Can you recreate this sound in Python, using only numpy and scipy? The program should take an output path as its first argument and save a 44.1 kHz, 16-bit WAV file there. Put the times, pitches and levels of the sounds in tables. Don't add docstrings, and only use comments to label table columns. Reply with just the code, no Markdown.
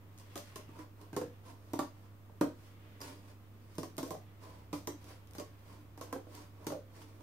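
import sys
import numpy as np
from scipy import signal
from scipy.fft import rfft, irfft, next_fast_len
from scipy.io import wavfile
from scipy.ndimage import uniform_filter1d, minimum_filter1d, map_coordinates

SR = 44100
rng = np.random.default_rng(int(sys.argv[2]) if len(sys.argv) > 2 else 0)


def unload_wav(signal):
    wavfile.write(
        sys.argv[1],
        SR,
        np.round(np.clip(np.atleast_2d(signal).T, -1, 1) * 32767).astype(np.int16),
    )


def boost(x):
    u = np.asarray(x, float) / 20
    return 10 ** u


N = 318402

# frequency in Hz, density in dB per Hz.
CRACK_COLOUR = [(880, -50), (1500, -6), (2100, -4.5), (3840, -5), (6000, -1.5), (8000, -6.5), (8740, -4),
                (10700, -9.5), (14200, -5), (16000, -27)]
# moment of most drag in s, swelling time in s,
# fading time in s, scrape level in dB, weight on the sheet in dB re the scrape.
BLADE_STROKES = [(0.19, 0.088, 0.069, -72, -13), (0.44, 0.26, 0.2, -64.5, -12),
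                 (0.8, 0.088, 0.051, -62.5, 8.5), (1.014, 0.049, 0.092, -68.5, 8),
                 (1.48, 0.048, 0.072, -60, 4), (1.72, 0.24, .1, -71.5, 2.5),
                 (2.052, 0.15, 0.017, -72.5, 6.5), (2.65, 0.17, 0.1, -67.5, -3),
                 (3.05, 0.058, 0.14, -55.5, 0.5), (3.315, 0.16, 0.017, -68.5, 1.5),
                 (3.75, 0.22, 0.12, -70.5, -3), (3.89, .05, .06, -71, -2), (4.43, 0.035, 0.22, -64, 5.5),
                 (5.105, .12, 0.076, -60, 0.5), (5.33, 0.087, .1, -81, 13), (5.74, 0.2, 0.11, -67.5, 4.5),
                 (6.07, 0.14, 0.29, -74, 11.5), (6.35, 0.071, 0.14, -59.5, 1.5),
                 (6.64, 0.12, 0.12, -71.5, 11), (6.965, 0.061, 0.16, -62.5, 2), (7.22, 0.15, .1, -72.5, 8)]


def unit(x):
    return x / np.sqrt(np.mean(x ** 2) + 1e-20)


def along(points, hz):
    f, v = np.transpose(points)
    return np.interp(np.log(hz + 1), np.log(f + 1), v)


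def curves(rows):
    s, *cols = np.transpose(rows)
    return [np.interp(np.arange(N) / SR, s, c) for c in cols]


def wobble(rate):
    coarse = np.arange(0, N + 32, 32)
    knots = rng.standard_normal(int(N * rate / SR) + 4)
    return np.interp(np.arange(N), coarse, map_coordinates(knots, [coarse * rate / SR]))


def filtered(x, response):
    m = next_fast_len(x.shape[-1] + SR // 2)
    spectrum = rfft(x, m) * response(np.fft.rfftfreq(m, 1 / SR))
    return irfft(spectrum, m)[..., :x.shape[-1]]


def causal(spectrum):
    ceps = irfft(np.log(boost(along(spectrum, np.fft.rfftfreq(1024, 1 / SR))) + 1e-6))
    ceps[1:512] *= 2
    ceps[513:] = 0
    pulse = irfft(np.exp(rfft(ceps)))
    return pulse / np.linalg.norm(pulse)


def paper(x, spectrum):
    return signal.oaconvolve(x, causal(spectrum)[None], axes=1)[:, :N]


def blend(pair, alike):
    def turn(hz):
        return np.arccos(np.clip(along(alike, hz), -1, 1)) / 2
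    mid, side = filtered(pair, lambda hz: np.array([np.cos(turn(hz)), np.sin(turn(hz))]))
    return np.array([mid + side, mid - side])


def gritty(count, rows, spread_db):
    size = boost(spread_db * rng.exponential(size=(rows, count)))
    return unit(size * rng.standard_normal((rows, count)))


def sheet(force, group, spread_db, detune):
    # frequency in Hz, level in dB, t60 in s.
    modes = [
        [(146.6, -28, 0.09), (171, -5, 0.072), (229, -41, 0.062), (278.4, -9, 0.15), (298.7, -3.5, 0.12),
         (298.2, -3.5, 0.066), (335, -15, 0.13), (419, -14.5, 0.029)],
        [(441.6, -2.5, 0.048), (489, 2.5, 0.044), (543, -11.5, 0.1), (586.6, -3, 0.11), (640, -4, 0.049),
         (698, -23, 0.065), (734, -17.5, 0.16)],
        [(960, -14, 0.019), (950, 10, 0.013), (1023, 4, 0.019), (1105, 9, 0.023), (1312, -8, 0.018),
         (1377, 2.5, 0.0043), (1570, -62, 0.0088), (1910, -59, 0.016)],
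    ]
    apart_hz = [1250, 694, 685]
    side_db = [-1.5, -6, -5]
    t = np.arange(SR // (8 + 3 * group)) / SR
    hz, db, t60 = np.transpose(modes[group])[:, :, None]
    strong, tune, shift = rng.standard_normal((3, *hz.shape))
    turn = 2 * np.pi * hz * (1 + detune * tune) * t
    decay = boost(db + spread_db * strong - 60 * t / t60)
    ring = []
    for side in (0.5, -0.5):
        phase = side * shift * hz / apart_hz[group]
        ring.append(boost(side * side_db[group]) * (decay * np.sin(turn + phase)).sum(0))
    ring = np.array(ring)
    ring = ring / np.linalg.norm(ring) * np.sqrt(2)
    return signal.oaconvolve(force[None], ring, axes=1)[:, :len(force)]


def background():
    # frequency in Hz, rms level in dB.
    mains = [(100, -56.5), (300, -73)]
    # time in s, level in dB.
    drone_course = [(0, -76), (2, -76), (3.2, -69), (4.3, -69), (4.6, -60.5), (6, -66), (7.22, -68)]
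    # time in s, frequency in Hz.
    whine_drift = [(0, 14070), (1.1, 14070), (1.4, 14140), (2.4, 14130), (2.8, 14080), (3.6, 14110),
                   (4.3, 14150), (5.5, 14160), (7.22, 14150)]
    # frequency in Hz, density in dB per Hz.
    hiss_colour = [(12, -41), (20, -18), (48, -19), (75, -12.5), (125, -14.5), (200, -13.5), (300, -17),
                   (391, -20), (859, -27.5), (1200, -25.5), (1500, -32), (4000, -42), (9860, -46),
                   (13500, -39.5), (15700, -38.5), (16000, -75)]
    # frequency in Hz, left-right correlation.
    hiss_alike = [(60, 0.97), (130, 0.84), (290, 0.85), (640, 0.37), (1410, 0.14), (3100, -0.18),
                  (6820, 0.014), (15000, -0.3)]
    t = np.arange(N) / SR
    hum = 0
    for hz, db in mains:
        hum = hum + boost(db + 3.0 + 0.15 * wobble(1.8)) * np.sin(2 * np.pi * hz * t + 0.85)
    drone_hz = 67.5 + 2.94 * wobble(4.6)
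    drone_level = boost(curves(drone_course)[0] + 1.6 * wobble(5))
    drone = drone_level * np.sin(2 * np.pi * np.cumsum(drone_hz) / SR)
    whine = []
    for port in "LR":
        whine_hz = curves(whine_drift)[0] + 22 * wobble(90)
        whine.append(boost(-81.5 + 2.5 * wobble(30)) * np.sin(2 * np.pi * np.cumsum(whine_hz) / SR))
    hiss = filtered(rng.standard_normal((2, N)), lambda hz: boost(along(hiss_colour, hz)))
    hiss = boost(-61) * unit(blend(hiss, hiss_alike))
    return hum * boost([[-1.7], [1.5]]) + drone + whine + hiss


def swells(level_db):
    depth_db, roundness = 17, 1.38
    total, t = np.zeros(N), np.arange(N) / SR
    for (s, rise, fall, *_), db in zip(BLADE_STROKES, level_db):
        near = slice(max(round((s - 0.4) * SR), 0), round((s + 0.6) * SR))
        late = t[near] - s
        away = np.where(late < 0, -late / max(rise, 0.01), late / max(fall, 0.01))
        total[near] += boost(2 * (db - depth_db * away ** roundness))
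    return np.sqrt(total)


def rubbing():
    # time in s, level in dB.
    lean_course = [(0, -79.5), (0.3, -72), (0.6, -68), (0.92, -82.5), (1.3, -74), (1.6, -85), (1.92, -77),
                   (2.2, -83.5), (2.6, -77), (2.95, -70.5), (3.4, -81), (4.2, -76), (4.7, -76.5),
                   (4.96, -77), (5.5, -75), (5.9, -78.5), (6.5, -79), (7.22, -79)]
    # frequency in Hz, density in dB per Hz.
    scrape_colour = [(2650, -13.5), (4500, 1), (5080, 1), (7180, -4.5), (8880, -3.5), (14400, -9),
                     (16000, -14)]
    # frequency in Hz, density in dB per Hz.
    rustle_colour = [(700, -38), (1300, 0), (2000, 2.5), (3500, -2), (4600, -13.5), (7000, -27)]
    rustle_db, lean_scrape_db = -5.5, -10.5
    stir_db, lean_stir_db = (0.5, -4.5, -3.5), (-6, -4, -5.5)
    fidget_db = 1.5
    scrape_db, weight_db = np.transpose(BLADE_STROKES)[3:]
    scrape, weight = swells(scrape_db), swells(scrape_db + weight_db)
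    lean = boost(curves(lean_course)[0])
    slips_db = 1.2 * wobble(40) + 1.5 * wobble(150)
    drag = gritty(count=N, rows=7, spread_db=0.5) * boost(slips_db)
    drum = 0
    for group in range(3):
        hand = boost(lean_stir_db[group] + fidget_db * wobble(7.4)) * lean
        force = np.hypot(boost(stir_db[group]) * weight, hand)
        drum = drum + sheet(force * drag[4 + group], group, spread_db=4.5, detune=0)
    scrape_force = np.hypot(boost(-3.5) * scrape, boost(lean_scrape_db) * lean)
    rustle_force = np.hypot(boost(rustle_db) * scrape, lean)
    steel = paper(scrape_force * drag[:2], scrape_colour)
    return steel + paper(rustle_force * drag[2:4], rustle_colour) + drum


def ticks():
    # start in s, peak level in dB, left minus right in dB.
    snaps = [(0.178, -43, -4), (0.186, -38.5, 0), (0.3197, -60, -3), (1.0146, -43, -6), (3.7542, -42, -4),
             (3.9677, -38.5, -3), (4.0786, -39, -8), (5.043, -48, -17), (5.2729, -44, -1),
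             (5.3102, -42.5, 5), (5.335, -42, -5), (5.593, -56, -0.5), (6.351, -38.5, 1), (6.6453, -47, -6),
             (7.2074, -52, 3)]
    t, out = np.arange(SR // 100) / SR, np.zeros((2, N + SR))
    for s, db, pan_db in snaps:
        start = round(s * SR)
        side_db = np.array([[pan_db], [-pan_db]]) / 2
        envelope = boost(db - 6.5 + side_db - 60 * t / 0.006)
        out[:, start:start + len(t)] += envelope * rng.standard_normal((2, len(t)))
    return filtered(paper(out, CRACK_COLOUR), lambda hz: 1j * hz / (1j * hz + 3500))


def bites():
    # start in s, crack peak in dB, push on the whole sheet in dB re the
    # crack, push on the cut edge in dB re the crack, tear length in s.
    cut_flutes = [(0.198, -52.5, -4, -6.5, 0.083), (0.356, -38.5, -2, -2.5, 0.11),
                  (0.3766, -40, -11, -21, 0.061), (0.5581, -38.5, -6, -4, 0.056),
                  (1.1296, -51.5, 16.5, 4, 0.13), (1.1643, -33.5, 3.5, 0, 0.056), (1.734, -40, 13, 4, 0.09),
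                  (1.7905, -35, 4.5, 7.5, .07), (2.4107, -32.5, 16, 9, 0.06), (3.0043, -49, -5, -0.5, .079),
                  (3.0148, -41, -14, -6, 0.096), (3.7822, -38.5, 9.5, 0, 0.081),
                  (3.8312, -40.5, 0.5, 0.5, 0.072), (3.9805, -35.5, 2.5, -2, 0.074),
                  (4.029, -43, 6.5, 1, 0.24), (4.1059, -37.5, 1, 0, 0.053), (4.7294, -38.5, 8.5, 0, 0.14),
                  (4.8729, -32, 0, -1, 0.018), (5.3504, -47, 2.5, -1.5, 0.12),
                  (5.3829, -43, 3.5, -0.5, 0.08), (5.9759, -49.5, -2, 0.5, .081),
                  (6.0111, -40.5, -1.5, 1.5, .099), (6.127, -38, -1, 2, 0.055), (6.667, -34, 3, -3, .067)]
    # start in s, crack peak in dB, then push on
    # the whole sheet, on the loose flap and on the cut edge, each in dB re the crack.
    crushed_flutes = [(0.5888, -58.5, 11.5, 7, -18), (0.6895, -63.5, 18.5, 11, 9),
                      (0.7892, -53.5, 5, -18, 7.5), (1.2132, -45, 10, 11, 0.5), (1.2446, -63, 21, 6, -6),
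                      (1.829, -50, 8.5, 5, -3), (2.2958, -76.5, 15, 21, 4), (3.9885, -45, 10.5, -16, 5),
                      (4.0586, -59, -2, 17.5, -13), (4.1452, -52, -2, 12.5, -9), (5.3978, -42, 3.5, 3, -1),
                      (6.1601, -55, 11.5, 18.5, -1), (6.2674, -69.5, 15.5, 20.5, 10),
                      (6.7009, -47.5, 7.5, 10.5, 5.5), (6.72, -44.5, 5, 10.5, 1), (6.745, -63, -2, 24, -11)]
    damping_db_s = (-11, 31, 220)
    crush_s, flap_db = 0.069, -1.5
    blow_s, blow_db = 0.00232, 21.5
    group_gain_db = (4.5, 4.2, 3.5)
    t = np.arange(SR // 6) / SR
    blow = boost(blow_db) * np.sin(np.pi * np.minimum(t / blow_s, 1)) ** 2 / (blow_s * SR / 2)
    crack, drum = np.zeros((2, 2, N + SR))
    flutes = [(s, db, whole_db, edge_db + flap_db, edge_db, length)
              for s, db, whole_db, edge_db, length in cut_flutes]
    flutes += [(*row, crush_s) for row in crushed_flutes]
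    for s, db, *drum_db, length in flutes:
        start, (lag, pan) = round(s * SR), rng.standard_normal(2)
        fibres = gritty(count=len(t), rows=6, spread_db=1.0)
        tear = boost(-30 * (t / max(length, 0.005)) ** 0.88)
        snap = fibres[0] * boost(-60 * t / 0.009) * (1 - np.exp(-t / 0.00013))
        snap = snap / np.abs(snap).max()
        for port, side in enumerate((1, -1)):
            burst = snap + boost(-15.5) * tear * fibres[1 + port]
            arrival = start + max(round(14 * lag * side), 0)
            crack[port, arrival:arrival + len(t)] += boost(db + 4.0 + (0.2 * pan + 0.5) * side) * burst
        push = (boost(-60 * t / 0.022) + boost(-24) * tear) * (1 - np.exp(-t / 0.0032))
        for group in range(3):
            force = push * boost(-damping_db_s[group] * t) * fibres[3 + group]
            if group == 0:
                force = force + blow
            ringing = sheet(force, group, spread_db=6.0, detune=0.015)
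            level = boost(db + drum_db[group] + group_gain_db[group])
            drum[:, start:start + len(t)] += level * ringing / np.abs(ringing).max()
    return paper(crack[:, :N], CRACK_COLOUR) + drum[:, :N]


def cutting():
    return filtered(bites() + rubbing() + ticks(), lambda hz: (1j * hz / (1j * hz + 135)) ** 3)


def room(x):
    # frequency in Hz, t60 in s.
    room_t60 = [(150, 0.28), (1000, 0.21), (4000, 0.31), (12000, 0.21)]
    # frequency in Hz, left-right correlation.
    room_alike = [(100, 0.85), (300, 0.96), (700, 0.22), (1500, 0.012), (8000, 0.026)]
    out, step, delay = np.zeros((2, N + SR)), SR // 3, 130
    for start in range(0, N, step):
        hz, t, z = signal.stft(rng.standard_normal((2, SR // 4)), SR, nperseg=256)
        decay = boost(-60 * t / along(room_t60, hz)[:, None])
        tail = signal.istft(z * decay, SR, nperseg=256)[1]
        tail = tail / np.linalg.norm(tail[0])
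        answer = signal.fftconvolve(x[1:, start:start + step], tail, axes=1)
        out[:, start + delay:start + delay + answer.shape[1]] += answer
    return blend(out[:, :N], room_alike)


def clinks():
    # start in s, peak level in dB, frequency in Hz, t60 in s.
    touches = [(3.012, -43, 4930, 0.03), (3.016, -36.5, 4970, 0.023), (3.016, -51, 8800, .025),
               (3.017, -48, 5900, .025), (3.031, -44, 4920, 0.027), (3.177, -50, 4970, 0.0073),
               (6.012, -51, 4300, .025), (1.22, -37, 484, 0.21), (2.296, -39.5, 900, 0.014),
               (2.46, -39.5, 624, 0.16), (4.085, -42, 639, 0.13), (4.135, -45, 627, 0.2),
               (6.127, -30.5, 1037, 0.049), (6.151, -37, 529, 0.13), (6.735, -41, 521, 0.29),
               (0.575, -51, 612, 0.21), (0.79, -40, 303, .15), (1.167, -30, 289.5, 0.15),
               (1.17, -32.5, 498, 0.17), (4.729, -29, 292, 0.2), (4.875, -32, 294, 0.15),
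               (1.217, -37, 299, .2), (1.217, -40, 1040, .04), (4.755, -39, 1010, 0.059)]
    t, out = np.arange(SR // 4) / SR, np.zeros(N + SR)
    for s, db, hz, t60 in touches:
        start = round(s * SR)
        build_up = 1 - np.exp(-t * hz / 3.3)
        out[start:start + len(t)] += boost(db - 60 * t / t60) * np.sin(2 * np.pi * hz * t) * build_up
    return out[:N] * boost([[-1.2], [1.2]])


def scene():
    cut = cutting()
    return boost(0.5) * cut + boost(-2.0) * room(cut) + clinks() + background()


def roll_off(x):
    return signal.sosfilt(signal.butter(12, 16490, fs=SR, output="sos"), x)


def record(dry):
    limited = filtered(dry, lambda hz: hz < 16450)
    needed = np.minimum(1, 0.15 / (np.abs(limited).max(0) + 1e-9))
    held = minimum_filter1d(needed, size=3000, origin=1300)
    gain = uniform_filter1d(held, size=300)
    return roll_off(gain * limited - 0.0005)


dry = scene()
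out = record(dry)
unload_wav(out)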